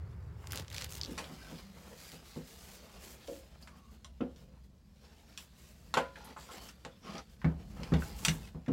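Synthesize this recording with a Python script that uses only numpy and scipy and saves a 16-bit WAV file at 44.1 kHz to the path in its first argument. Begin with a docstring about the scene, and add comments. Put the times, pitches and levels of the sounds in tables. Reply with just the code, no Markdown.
"""A plastic pump and its fittings are handled close to the microphone: hands, hose and wires rub and scrape in strokes.
The strokes are shaped noise, and some sing as narrow bands; small parts tick as short noise bursts.
First comes an open boat deck, where wrapping crackles over a low rumble, all made from filtered noise.
Then comes a small locker whose hollow air booms at every knock, as a set of dying sine tones."""
import sys
import numpy as np
from scipy import signal
from scipy.fft import rfft, irfft, next_fast_len
from scipy.io import wavfile
from scipy.ndimage import uniform_filter1d, map_coordinates

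SR = 44100
rng = np.random.default_rng(int(sys.argv[2]) if len(sys.argv) > 2 else 0)


def to_wav(sig):
    """Store sig (one row per channel, or 1-D mono) as 16-bit WAV at the path in sys.argv[1].

    Samples outside -1..1 are clipped; the rate is SR.
    """
    pcm = np.clip(np.atleast_2d(sig), -1, 1) * 32767
    pcm = np.round(pcm).astype(np.int16)
    wavfile.write(sys.argv[1], SR, pcm.T)  # frames by channels


def ratio_of_db(decibels):
    """Turn decibels (scalar or array-like) into linear amplitude factors; 0 dB maps to 1."""
    return 10 ** (np.asarray(decibels, float) / 20)


N = 384552  # length in samples
INSIDE_S = 1.07  # from here on the scene is in the locker

# faint hiss of air and microphone, before scaling to rms 1: f/Hz, level/dB
FAR_HISS_COLOUR = [(290, -49), (500, 3), (1340, -11), (7640, -26), (9360, -17), (11600, -26), (16000, -4.5)]
# loudness of the background rumble: t/s, level/dB
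RUMBLE_LEVEL = [(0, -44), (1.05, -48), (1.15, -53.5), (1.5, -56.5), (2.4, -58.5), (4.1, -58.5),
                (4.4, -54.5), (5.2, -62), (5.9, -55), (6.4, -58.5), (7.3, -57), (7.6, -48.5), (8.35, -43.5),
                (8.72, -60)]
# rumble in the open, before scaling to rms 1: f/Hz, level/dB
DECK_COLOUR = [(15, -48), (25, -22), (46, -15), (75, 3), (166, -10), (238, -29), (399, -24), (659, -33.5),
               (1200, -33.5), (2200, -42), (4500, -72)]
# rumble inside the locker, before scaling to rms 1: f/Hz, level/dB
LOCKER_COLOUR = [(15, -81), (25, -39), (36, -15.5), (60, -2.5), (74, -5.5), (91, -14.5), (151, -14),
                 (216, -13.5), (262, -26), (1200, -45), (1560, -88), (2640, -120)]
# what the locker and pump body ring with: f/Hz, level/dB, base t60/s (knocks ring shorter)
HOLLOW_MODES = [(72.8, 15.5, 0.39), (160.2, 9, 0.32), (186.2, 3, 0.28), (235.1, 0, 0.27),
                (254.7, 2.5, 0.34), (299, -2.5, 0.15), (361.3, -6.5, 0.25), (441, -2, 0.19),
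                (487.5, 2.5, 0.34), (543, -1, 0.47), (667, -4.5, 0.34), (795.5, 0.5, 0.24), (882, 6, 0.15),
                (990, -5, 0.55), (1080, 5.5, 0.12), (1235, -1, .16), (1310, 5.5, 0.064), (1410, -4, 0.47)]
# dull knocks that shake the locker: t/s, level/dB before the last filter, centre f/Hz, spread/octaves,
# contact/s (cut shorter for modes above 600 Hz)
LOCKER_KNOCKS = [(1.078, -35, 293, 0.64, 0.042), (1.177, -36.5, 790, 1.6, 0.029),
                 (1.295, -41.5, 228, 0.52, 0.026), (1.511, -37, 201, 1.26, 0.042),
                 (1.911, -48, 450, 0.48, 0.012), (2.128, -43.5, 211, 1.34, 0.016),
                 (2.361, -32.5, 284, 0.81, 0.016), (3.283, -35, 554, 0.23, 0.0096),
                 (3.300, -41, 510, 0.3, 0.023), (3.673, -54, 1150, 0.23, 0.0093),
                 (4.046, -50.5, 1120, 0.2, 0.012), (4.206, -24, 316, 0.56, 0.018),
                 (4.206, -44, 1310, 0.11, 0.027), (5.378, -53.5, 1140, 0.37, 0.01),
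                 (5.94, -30, 900, 1.7, 0.0095), (5.97, -16.5, 690, 1.25, 0.0064),
                 (6.364, -39, 1080, 0.47, 0.019), (6.49, -43, 1310, 0.41, 0.03),
                 (6.849, -37.5, 415, 1.7, 0.012), (7.443, -17, 144, 0.97, 0.02),
                 (7.788, -35, 135, 1.03, 0.016), (7.92, -15, 152, 0.93, 0.019),
                 (8.249, -32, 1430, 0.97, 0.013), (8.278, -23, 134, 0.66, 0.02),
                 (8.546, -33, 149, 0.93, 0.011), (8.68, -19.5, 270, 0.61, 0.042)]
# time the locker echo takes to die: f/Hz, t60/s
WALL_DECAY = [(500, 0.3), (2000, 0.14), (6000, 0.11), (14000, 0.2)]
# fittings ticking and cracking: t/s, level/dB, colour f/Hz, colour width/octaves (at most 6 used), t60/s
FITTING_TICKS = [(1.179, -27, 3020, 6.7, 0.077), (1.242, -36.5, 3120, 2.3, 0.018),
                 (3.276, -39, 4630, 2, 0.014), (3.625, -45, 4870, 0.34, 0.017),
                 (3.6741, -42.5, 2180, 5, 0.039), (4.046, -36, 5000, 2, 0.01),
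                 (4.209, -42.5, 2170, 1.5, 0.026), (4.361, -49.5, 3950, 1.6, 0.038),
                 (5.3758, -28.5, 5240, 3.5, 0.011), (5.9404, -19, 1940, 3.9, 0.031),
                 (5.9724, -20.5, 1770, 4.6, 0.059), (6.157, -43, 1930, 1.9, 0.045),
                 (6.245, -47, 11800, 0.57, 0.066), (6.3674, -42.5, 1680, 1.4, 0.043),
                 (6.6887, -37, 7700, 5.4, 0.029), (6.8503, -33, 2820, 3.6, 0.0052),
                 (7.181, -39, 4770, 0.49, 0.017), (7.417, -41, 1560, 1.9, 0.018),
                 (7.445, -32.5, 1600, 1.5, 0.024), (7.8334, -33.5, 2880, 2.7, 0.013),
                 (7.9204, -50, 1620, 1.1, 0.0083), (7.9382, -26, 2200, 2.04, 0.026),
                 (8.0222, -35, 1710, 0.93, 0.01), (8.2499, -14, 7000, 4.5, 0.026),
                 (8.2834, -17, 3840, 2.6, 0.023), (8.4745, -46, 2280, 3.9, 0.022),
                 (8.6623, -46.5, 1690, 2.1, 0.025), (8.6827, -43, 1850, 2.9, 0.033)]
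# resonances of the hard plastic fittings: f/Hz, width/Hz, level/dB
FITTING_RINGS = [(1150, 1600, 11.5), (1494, 43, 8), (2660, 570, -5), (3200, 1160, 1.5), (4670, 1700, -8.5),
                 (5670, 1170, 3), (7000, 350, 5)]
# loud snaps on the deck, the first of them a dull knock: t/s, level/dB, colour f/Hz, treble snap level/dB over
# the body
DECK_SNAPS = [(0.4425, -43, 700, -30), (0.5066, -43, 4680, 0), (0.4719, -30, 5700, -7),
              (0.5212, -22.5, 7520, 2), (0.5325, -31, 1880, 2), (0.558, -27, 5000, 2),
              (0.5746, -25, 5600, -22), (0.595, -45, 2320, -20), (0.6818, -34.5, 3900, -30),
              (0.702, -35, 3710, -6), (0.7154, -40, 2440, -5), (0.749, -37, 2700, -21),
              (0.765, -29, 4430, -25), (0.782, -24, 3560, -35), (0.822, -24, 4200, -32),
              (0.8425, -30, 4940, -5), (0.8447, -25.5, 4200, 0), (0.8659, -49, 2910, -15),
              (0.9233, -31.5, 5240, -14), (0.979, -44, 4870, -4)]
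# strokes in which one part sings: start t/s, end t/s, f/Hz, filter width/Hz, rms level/dB before fades
SINGING_BANDS = [(1.38, 1.505, 1560, 69, -61.5), (1.52, 1.957, 193, 18, -60), (3.55, 4.105, 216, 50, -67),
                 (3.669, 3.96, 1120, 100, -69.5), (5.597, 5.786, 2570, 340, -79),
                 (6.356, 6.48, 7400, 1200, -65), (6.502, 6.573, 7600, 700, -62.5),
                 (6.547, 6.73, 3060, 350, -64), (6.55, 6.67, 4470, 350, -64),
                 (6.903, 6.977, 3440, 400, -71), (6.15, 6.36, 860, 110, -59.5),
                 (6.15, 6.33, 1400, 110, -65), (7.06, 7.22, 1240, 59, -55.5), (7.04, 7.15, 1080, 84, -57),
                 (5.0, 5.3, 820, 120, -76.5), (4.3, 4.58, 500, 100, -68.5), (7.0, 7.2, 5600, 600, -68),
                 (8.02, 8.19, 820, 100, -62)]
# bright scrape, before scaling to rms 1: f/Hz, level/dB
SCRAPE_COLOUR = [(650, -21), (1100, -9.5), (1170, -5), (1280, -9), (1390, -4.5), (1830, -3.5), (4950, -1),
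                 (9000, -18.5), (11700, -18.5), (19800, -120)]
# dull drag, before its resonances and scaling to rms 1: f/Hz, level/dB
DRAG_COLOUR = [(76, -50), (130, -15.5), (161, 2), (321, -4), (468, -1), (727, -5), (1070, -8),
               (1700, -12.5), (3000, -14), (8000, -70)]
# fine hiss of rubbing, before scaling to rms 1: f/Hz, level/dB
RUB_HISS_COLOUR = [(4410, -10.5), (7500, -5), (8730, -10), (13300, -10), (16000, -13)]
# how busily the hands shift their grip between strokes: t/s, scrape level/dB
GRIP_LEVEL = [(0, -77), (.4, -75.5), (1.0, -56), (1.6, -63), (1.72, -67), (2.0, -64.5), (3.3, -62.5),
              (3.5, -71), (4.1, -75.5), (4.9, -78.5), (5.1, -71.5), (5.9, -70), (6.7, -68.5), (6.85, -71.5),
              (7.6, -72), (8.1, -58.5), (8.6, -76), (8.72, -71)]
# rubbing strokes: start t/s, length/s, scrape level/dB, dull drag level/dB, fine hiss level/dB
RUB_STROKES = [(0.334, 0.29, -80, -59, -69), (0.478, .12, -49.5, -52, -53.5),
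               (0.687, 0.15, -48, -59.5, -53.5), (0.871, 0.1, -58, -69, -49.5),
               (1.05, 0.16, -76, -73, -76.5), (1.196, 0.13, -67, -55, -65),
               (1.455, 0.14, -60.5, -57, -62.5), (1.705, 0.23, -70, -58.5, -65),
               (1.915, 0.24, -58.5, -88, -57.5), (2.108, 0.024, -73, -66, -61),
               (2.21, 0.17, -61.5, -82, -61), (2.363, 0.41, -65, -84, -58.5),
               (2.716, 0.41, -86, -64.5, -73), (2.969, .17, -66, -66, -56.5), (3.223, 0.17, -71, -84, -60),
               (3.486, 0.069, -70.5, -63, -78), (3.596, 0.037, -78, -59, -65), (3.652, 0.13, -80, -65, -91),
               (3.744, 0.038, -69, -68, -74), (3.889, 0.064, -74, -65.5, -71), (4.337, 0.1, -71, -68, -74),
               (4.45, 0.13, -81, -70, -88), (4.623, 0.023, -75, -79, -75), (4.997, 0.13, -70, -65.5, -80),
               (5.24, 0.17, -68, -76, -74), (5.37, 0.065, -68, -70, -60), (5.535, .18, -71.5, -90, -65.5),
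               (5.69, 0.22, -88, -73, -72), (6.114, 0.21, -61.5, -55, -73), (6.35, 0.14, -60, -61.5, -62.5),
               (6.48, 0.099, -55.5, -51.5, -59), (6.584, 0.1, -62, -59.5, -58.5),
               (6.998, .2, -55.5, -48, -70), (7.27, 0.069, -71.5, -73, -73), (7.576, 0.046, -68, -59, -83),
               (7.685, 0.031, -71, -64, -71), (7.711, 0.19, -69, -52, -70), (7.965, .12, -80, -60, -55.5),
               (8.114, 0.24, -68.5, -56.5, -52), (8.319, .16, -65, -63, -65.5)]


def unit(x):
    """Scales a sound to rms 1."""
    return x / np.sqrt(np.mean(x ** 2) + 1e-20)


def peak(x):
    """Scales a sound to peak 1."""
    return x / np.abs(x).max()


def along(points, hz):
    """Reads a curve of (frequency, value) points on a log frequency axis."""
    f, v = np.transpose(points)
    return np.interp(np.log(hz + 1), np.log(f + 1), v)


def curves(rows):
    """Gives one value per sample for each column after the time."""
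    s, *cols = np.transpose(rows)
    return [np.interp(np.arange(N) / SR, s, c) for c in cols]


def wobble(rate):
    """Draws a smooth random curve with this many knots a second."""
    return map_coordinates(rng.standard_normal(N // 100), [np.arange(N) * rate / SR])


def filtered(x, response):
    """Multiplies the spectrum of x by a response that depends on frequency."""
    m = next_fast_len(len(x) + 4096)
    return irfft(rfft(x, m) * response(np.fft.rfftfreq(m, 1 / SR)), m)[:len(x)]


def resonance(hz, centre_hz, width_hz):
    """Response of something that rings at one frequency, with gain 1 at its centre."""
    return 1j * hz * width_hz / (centre_hz ** 2 - hz ** 2 + 1j * hz * width_hz)


def add(track, s, sound):
    """Mixes a sound into the track at time s in seconds."""
    part = track[round(s * SR):][:len(sound)]
    part += sound[:len(part)]


def patchy(x, patch_db, window, bins, frames):
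    """Raises and lowers random patches of time and frequency; bins and frames set the patch size."""
    z = signal.stft(x, nperseg=window)[2]
    field = uniform_filter1d(rng.standard_normal(z.shape), bins, axis=0)
    field = uniform_filter1d(field, frames, axis=1)
    return signal.istft(z * ratio_of_db(patch_db * unit(field)), nperseg=window)[1][:N]


def grit(spectrum, flutter_db, flutter_rate, patchy_db):
    """Coloured noise of rms 1 with a random flutter in level and patches of colour."""
    noise = rng.standard_normal(N) * ratio_of_db(flutter_db * wobble(flutter_rate))
    noise = patchy(noise, patchy_db, window=512, bins=6, frames=8)
    return unit(filtered(noise, lambda hz: ratio_of_db(along(spectrum, hz))))


def streaked(x):
    """Random narrow streaks of tone slowly come and go in the rubbing."""
    return unit(patchy(x, 2.8, window=1024, bins=2, frames=16))


def far_hiss():
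    """A faint, slightly uneven hiss of air and microphone lies under everything."""
    return ratio_of_db(-84.0) * grit(FAR_HISS_COLOUR, flutter_db=3.0, flutter_rate=5.1, patchy_db=4.5)


def rumble():
    """Water and wind shake the hull; the locker mostly lets its low booms through."""
    level_db, = curves(RUMBLE_LEVEL)
    inside = np.clip((np.arange(N) / SR - INSIDE_S) * 100, 0, 1)  # crossfade of 10 ms
    deck = grit(DECK_COLOUR, flutter_db=.3, flutter_rate=9, patchy_db=.3)
    locker = grit(LOCKER_COLOUR, flutter_db=.8, flutter_rate=6, patchy_db=.6)
    return ratio_of_db(level_db) * ((1 - inside) * deck + inside * locker)


def hollow_mode(t, hz, t60, contact):
    """One mode builds up, holds while the contact lasts, then rings out; low modes build up later."""
    rise = 1 - np.exp(-t / (0.019 * (80 / hz) ** 1.66))
    hold = contact * min(1, 600 / hz)
    fall = ratio_of_db(-60 * np.maximum(t - hold, 0) / (0.68 * t60))
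    # a random drift of phase roughens each ringing tone, more for higher ones up to 500 Hz
    drift = np.cumsum(rng.standard_normal(len(t))) * .028 * min(1, (hz / 500) ** 2)
    detune = 1 + rng.normal(0, .006)
    return rise * fall * np.sin(2 * np.pi * hz * detune * t + drift)


def knocks():
    """A soft contact drives the hollow modes, most of all those near its centre, and adds a noisy thud."""
    out = np.zeros(N)
    t = np.arange(SR // 3) / SR
    for s, db, centre_hz, octaves, contact in LOCKER_KNOCKS:
        ring = np.zeros(len(t))
        for hz, mode_db, t60 in HOLLOW_MODES:
            # far modes still stir a little
            near_db = max(-6 * (np.log2(hz / centre_hz) / octaves) ** 2, -30)
            reach_db = near_db + rng.normal(0, 1.2)
            ring += ratio_of_db(mode_db + reach_db) * hollow_mode(t, hz, t60, contact)
        swell = 1 - np.exp(-t * centre_hz / 0.14)
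        push = swell * ratio_of_db(-60 * t / 0.32) * rng.standard_normal(len(t))
        thud_width_hz = 3.8 * octaves ** 2 * centre_hz
        thud = filtered(push, lambda f: resonance(f, 0.56 * centre_hz, thud_width_hz) ** 2)
        blow = peak(ring) + .33 * peak(thud)
        add(out, s, ratio_of_db(db) * blow)
    return filtered(out, lambda f: resonance(f, 490, 3860) ** 2)


def walls(length):
    """A fresh diffuse echo of energy 1, each frequency dying at its own speed."""
    hz, t, z = signal.stft(rng.standard_normal(length), SR, nperseg=128)
    fade = ratio_of_db(-60 * t / along(WALL_DECAY, hz)[:, None])
    tail = signal.istft(z * fade, SR, nperseg=128)[1][:length]
    return tail / np.linalg.norm(tail)


def wrapping():
    """Wrapping being worked crackles: listed loud snaps after a first dull knock, with small crinkles at random
    times."""
    count, start_s, end_s = 7, .49, 1.0
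    when = rng.uniform(start_s, end_s, count)
    chance = rng.standard_normal((count, 2))
    small = [(s, -43 + 3 * a, 3000 * np.exp(0.47 * b), -14) for s, (a, b) in zip(when, chance)]
    octaves, t60_s = 2.4, .010
    return [(s, db, hz, octaves, t60_s, snap_db) for s, db, hz, snap_db in [*DECK_SNAPS, *small]]


def dropped_clip(snap_db):
    """A small clip drops and bounces ever faster, each flight shorter and each hit softer."""
    drop_s, flight_s, shrink = 1.0137, .0201, .73
    hits = []
    for k in range(4):
        s = drop_s + flight_s * (1 - shrink ** k) / (1 - shrink)
        hits.append((s, -21 - 4 * k, 4550, .53, .010, snap_db))
    return hits


def contacts():
    """Rows of every crinkle, bounce and tick: t/s, level/dB, f/Hz, width/octaves, t60/s, snap/dB."""
    snap_db = -25  # treble snap over the body
    return wrapping() + dropped_clip(snap_db) + [(*row, snap_db) for row in FITTING_TICKS]


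def fitting_rings(hz):
    """Hard plastic favours its own resonances over a plain share of the sound."""
    return .5 + sum(ratio_of_db(db) * resonance(hz, centre, width) for centre, width, db in FITTING_RINGS)


def ticks():
    """Each tick is a spike and a dying rattle in its own colour, with a treble snap and an echo."""
    out = np.zeros(N)
    t = np.arange(SR // 5) / SR
    for s, db, hz, octaves, t60, snap_db in contacts():
        in_locker = s > INSIDE_S
        burst = 0.89 * ratio_of_db(-60 * t / t60) * rng.standard_normal(len(t))
        burst[0] += 6  # the spike
        width_hz = hz * np.clip(octaves, .05, 6) * np.log(2)
        top_hz = 9000 if in_locker else 16000  # the locker dulls the far treble

        def colour(f):
            return resonance(f, hz, width_hz) ** 2 * fitting_rings(f) / (1 + 1j * f / top_hz) ** 2

        body = filtered(burst, colour)
        snap = filtered(burst, lambda f: resonance(f, 12000, 9000) ** 2)
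        tick = ratio_of_db(db) * (peak(body) + ratio_of_db(snap_db) * peak(snap))
        echo = signal.fftconvolve(tick, walls(len(t)))[:len(t)]
        echo_db = 3 if in_locker else -14
        add(out, s, tick + ratio_of_db(echo_db) * echo)
    return out


def singing():
    """Narrow noise with quick starts and ends, where friction settles on one resonance."""
    out = np.zeros(N)
    for start, end, hz, width_hz, db in SINGING_BANDS:
        n = round((end - start) * SR)
        band = unit(filtered(rng.standard_normal(n), lambda f: resonance(f, hz, width_hz) ** 2))
        add(out, start, ratio_of_db(db) * signal.windows.tukey(n, .4) * band)
    return out


def strokes():
    """Gains of scrape, drag and hiss: every stroke swells, holds and stops over the restless grip."""
    t = np.arange(N) / SR
    grip_db, = curves(GRIP_LEVEL)
    over_scrape_db = np.array([[0], [1], [-3.5]])  # scrape, drag, hiss
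    power = ratio_of_db(grip_db + 0.86 * wobble(9.4) + over_scrape_db) ** 2
    for start, length, *db in RUB_STROKES:
        swell = (t - start) / (0.26 * length + 0.011)
        stop = (start + length - t) / 0.059 + 1  # falls to nothing in 0.059 s
        shape = np.clip(np.minimum(swell, stop), 0, 1)
        power = power + np.outer(ratio_of_db(np.array(db)), shape ** 2) ** 2
    return np.sqrt(power)


def rubbing():
    """Skin, hose and wrapping slide: bright scrape, fine hiss and a dull drag that feeds the hollow modes."""
    scrape_gain, drag_gain, hiss_gain = strokes()
    on_deck = np.arange(N) < INSIDE_S * SR
    catch = ratio_of_db(.8 * wobble(25))  # the same small catches show in every band
    # hard strokes move in jerks, stiff wrapping most
    hardness = np.clip((20 * np.log10(scrape_gain) + 68) / 12, 0, 1)
    jerk = hardness * np.where(on_deck, 1, .45)
    crinkle = ratio_of_db(jerk * (5 * wobble(420) - 2.8))
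    scrape = scrape_gain * streaked(grit(SCRAPE_COLOUR, flutter_db=1.5, flutter_rate=300, patchy_db=1.8))
    hiss = hiss_gain * grit(RUB_HISS_COLOUR, flutter_db=1.2, flutter_rate=400, patchy_db=.6)
    rough = streaked(grit(DRAG_COLOUR, flutter_db=1.5, flutter_rate=90, patchy_db=1))

    def boom(f):  # all hollow modes but the lowest
        return 3.5 + sum(resonance(f, hz, 6 / t60) for hz, _, t60 in HOLLOW_MODES[1:])

    drag = drag_gain * unit(filtered(rough, boom))
    return catch * (crinkle * (scrape + hiss) + drag)


def scene():
    """Adds up everything heard at one microphone."""
    background = far_hiss() + rumble()
    handling = knocks() + ticks() + singing() + rubbing()
    return (background + handling)[None]


def top_cut(x):
    """Nothing passes above the cut-off."""
    return signal.sosfilt(signal.butter(12, 16660, fs=SR, output="sos"), x)


def record(dry):
    """The recorder keeps nothing from 15950 Hz upward in the mix it passes on."""
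    mix = filtered(dry[0], lambda hz: hz < 15950)[None]
    return top_cut(mix)


dry = scene()
out = record(dry)
to_wav(out)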